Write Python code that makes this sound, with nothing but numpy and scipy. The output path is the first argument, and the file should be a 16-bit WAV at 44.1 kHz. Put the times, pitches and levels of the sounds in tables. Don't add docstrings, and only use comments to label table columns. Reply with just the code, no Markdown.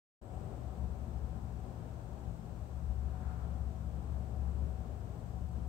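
import sys
import numpy as np
from scipy.fft import rfft, irfft, next_fast_len
from scipy.io import wavfile
from scipy.ndimage import map_coordinates

SR = 44100
rng = np.random.default_rng(int(sys.argv[2]) if len(sys.argv) > 2 else 0)


def output_pcm(signal):
    pcm = np.clip(np.atleast_2d(signal).T, -1, 1) * 32767
    wavfile.write(sys.argv[1], SR, np.round(pcm).astype(np.int16))


N = 250488
TIME_S = np.arange(N) / SR


def amp(db):
    return 10 ** (np.asarray(db) / 20)


def unit_rms(x):
    return x / np.sqrt(np.mean(np.atleast_2d(x).mean(axis=0) ** 2) + 1e-20)


def at_hz(table, hz):
    knots_hz, values = np.transpose(table)
    return np.interp(np.log(hz + 1), np.log(knots_hz + 1), values)


def envelope(table):
    return np.interp(TIME_S, *np.transpose(table))


def wobble(rate_hz):
    return map_coordinates(rng.standard_normal(256), [TIME_S * rate_hz], mode="wrap")


def filtered(x, response):
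    size = next_fast_len(N + SR // 2)
    hz = np.fft.rfftfreq(size, 1 / SR)
    return irfft(rfft(x, size) * response(hz), size)[..., :N]


def spectrum(table):
    return lambda hz: amp(at_hz(table, hz))


def resonances(modes):
    return lambda hz: sum(amp(db) / (1 + 2 * ((hz - peak_hz) / width_hz) ** 2)
                          for peak_hz, width_hz, db in modes)


def tone(hz, drift_rad, rate_hz):
    return np.sqrt(2) * np.sin(2 * np.pi * hz * TIME_S + drift_rad * wobble(rate_hz))


def mono_noise(response):
    return unit_rms(filtered(rng.standard_normal(N), response))


# f/Hz, level/dB
LEFT_LEAD = [(60, 12.5), (170, 11.5), (300, 6.5), (500, 9), (900, 9.5), (1300, 6.5), (2000, 3), (5000, 3.5)]

def pan(hz):
    lead = amp(at_hz(LEFT_LEAD, np.atleast_1d(hz)))
    return 2 * np.array([lead, np.ones_like(lead)]) / (1 + lead)


# f/Hz, correlation
COHERENCE = [(25, 0.11), (50, 0.93), (110, 0.86), (180, 0.67), (260, 0.55), (420, 0.52), (740, 0.3),
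             (1000, 0.26), (1350, -0.24), (2200, 0.015)]

def room_noise(response):
    def mid_side_gains(hz):
        angle_rad = np.arccos(np.clip(at_hz(COHERENCE, hz), -1, 1)) / 2
        return response(hz) * [np.cos(angle_rad), np.sin(angle_rad)]
    mid, side = filtered(rng.standard_normal((2, N)), mid_side_gains)
    return unit_rms(filtered(np.array([mid + side, mid - side]), pan))


# f/Hz, relative level/dB
HISS_LEFT = [(300, -13), (2500, 2.5), (5000, 0), (7000, 1.5), (8500, -1), (9400, -6.5), (10400, -11.5),
             (11300, -9), (12300, -5), (16000, -7)]
HISS_RIGHT = [(300, -1), (2500, 2), (4000, 1), (6000, -0.5), (8000, -3), (10400, -5), (12300, -4),
              (16000, -3.5)]
# t/s, relative level/dB
SIZZLE_LEVEL = [(.25, -77.5), (.4, -79), (.62, -82), (1.2, -84), (5.68, -83)]

def microphones(left_db=-71, right_db=-74.5, sizzle_hz=8050, width_hz=750, whine_hz=7745):
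    level_db = envelope(SIZZLE_LEVEL)
    sizzle = amp(level_db + 2) * mono_noise(resonances([(sizzle_hz, width_hz, 0)]))
    whine = amp(level_db - 0.5) * tone(whine_hz, drift_rad=0.84, rate_hz=33)
    left = amp(left_db) * mono_noise(spectrum(HISS_LEFT)) + sizzle + whine
    right = amp(right_db) * mono_noise(spectrum(HISS_RIGHT)) + amp(-19) * whine
    return np.array([left, right])


def thud(at_s=5.42, half_width_s=0.022, hz=32, gain_db=-46):
    t = TIME_S - at_s
    return pan(hz) * amp(gain_db) * np.exp(-(t / half_width_s) ** 2) * np.sin(2 * np.pi * hz * t)


# f/Hz, relative level/dB, level wander/dB, phase drift/rad
MOTOR_TONES = [(50.7, -55, 2.5, 0.22), (93.7, -57.5, 3.5, 0.97), (119.9, -48.5, -0.36, 0.1),
               (214.2, -63, 2.5, 0.88)]

def motors(gain_db=-4):
    hum = np.zeros((2, N))
    for hz, db, wander_db, drift_rad in MOTOR_TONES:
        hum += pan(hz) * amp(db + wander_db * wobble(2.95)) * tone(hz, drift_rad, rate_hz=5)
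    return amp(gain_db) * hum


# t/s, relative level/dB
FAN_LEVEL = [(0.26, -56), (0.68, -51.5), (0.84, -38.5), (1.06, -44.5), (1.34, -44), (2.14, -52.0),
             (2.32, -45.5), (2.4, -48), (2.52, -50.5), (2.66, -53.5), (2.78, -40.5), (3.7, -40.5),
             (4.22, -43.5), (4.38, -39), (4.68, -36.5), (4.78, -46), (5.18, -47.0), (5.67, -41)]

def fan_swell_db(usual_db=-44):
    return envelope(FAN_LEVEL) - usual_db


# f/Hz, relative level/dB
DUCT_RUMBLE = [(15, -27), (34, -28), (44, -16.5), (55, 1), (65, -4), (76, -5), (90, -17), (130, -21.5),
               (300, -39.5), (900, -100)]
# f/Hz, width/Hz, relative level/dB
DUCT_MODES = [(94.2, 18.2, -2), (106.3, 5.2, -1), (175.8, 10.6, -3), (223.5, 16.5, -8)]

def ducts(rumble_db=-48.9, boom_db=-52, churn_db=2):
    swell_db = fan_swell_db()
    rumble = amp(rumble_db + 0.3 * swell_db + churn_db * wobble(8)) * room_noise(spectrum(DUCT_RUMBLE))
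    boom = amp(boom_db + 0.33 * swell_db) * room_noise(resonances(DUCT_MODES))
    return rumble + boom


def whistle(level_db, hz=746, flutter_db=1.94, stray_db=2.3):
    unsteady_db = flutter_db * wobble(25) + stray_db * wobble(9)
    return pan(hz) * amp(level_db + unsteady_db) * tone(hz, drift_rad=1.15, rate_hz=34)


# t/s, relative level/dB
FLOW_LEVEL = [(0.26, -56), (0.44, -55.5), (1.0, -57), (2.28, -58), (2.4, -60.5), (2.62, -58.5),
              (2.9, -60.5), (3.34, -57.0), (3.72, -60.0), (4.08, -57), (5.28, -58.5), (5.48, -60.0),
              (5.67, -58.0)]
# f/Hz, relative level/dB
AIR_RUSH = [(30, -15), (100, 5.5), (150, 6), (250, 3.5), (310, 1), (385, 1.5), (460, -.5), (650, 0),
            (790, -4), (860, -7.5), (1050, -10), (1300, -22.5), (2000, -26.5), (2800, -26.5), (5000, -38),
            (12000, -49)]
SLAT_EDGE = [(500, -41), (850, 2), (1050, 1.5), (1380, -1), (1650, -4.5), (2000, -14), (4000, -33),
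             (9000, -60)]
SIGH_HISS = [(1000, -20), (2600, 0), (4500, -3), (9000, -20)]
# f/Hz, width/Hz, relative level/dB
SLAT_MODES = [(1296, 27, -2.5), (1394, 17, -3.5)]
CAVITY_MODES = [(387.7, 6.6, 1), (637, 19, -4.5), (735, 26, -1), (800.6, 12, -0.5)]

def grille(eddy_db=0.87, sigh_at_s=3.3, sigh_decay_s=0.22, sigh_rise_db=6.8):
    flow_db = envelope(FLOW_LEVEL)
    gust_db = flow_db - flow_db.mean()
    sigh = np.exp(-np.abs(TIME_S - sigh_at_s) / sigh_decay_s)
    sigh_db = sigh_rise_db * sigh
    slat_db = -69.5 + 0.5 * gust_db
    jet_db = -69.5 + 1.4 * gust_db + 0.55 * sigh_db
    rush = amp(flow_db + 3 + eddy_db * wobble(12)) * room_noise(spectrum(AIR_RUSH))
    edge = amp(slat_db + sigh_db) * room_noise(spectrum(SLAT_EDGE))
    ring = amp(slat_db - 11.5 + 1.2 * sigh_db) * room_noise(resonances(SLAT_MODES))
    hiss = amp(-83) * sigh * room_noise(spectrum(SIGH_HISS))
    cavities = amp(flow_db - 10.2) * room_noise(resonances(CAVITY_MODES))
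    return rush + edge + ring + hiss + cavities + whistle(jet_db)


def fan(low_hz=69, low_db=-45.4, throb_db=2.2, upper_hz=163.8, upper_db=-58, waver_db=3):
    swell_db = fan_swell_db()
    low_gain = amp(low_db + swell_db + throb_db * wobble(16))
    low = low_gain * tone(low_hz, drift_rad=0.5, rate_hz=7)
    upper_gain = amp(upper_db + 0.65 * swell_db + waver_db * wobble(9))
    upper = upper_gain * tone(upper_hz, drift_rad=0.6, rate_hz=5.5)
    return pan(low_hz) * low + pan(upper_hz) * upper


def scene():
    return fan() + motors() + ducts() + grille() + thud() + microphones()


# t/s, level/dB
FADE_IN = [(.211, -65), (.215, -11), (.22, -4.5), (.26, -2.5), (.34, 0), (.45, 1)]

def record(dry, cutoff_hz=15750):
    return filtered(dry * amp(envelope(FADE_IN)), lambda hz: hz < cutoff_hz)


dry = scene()
out = record(dry)
output_pcm(out)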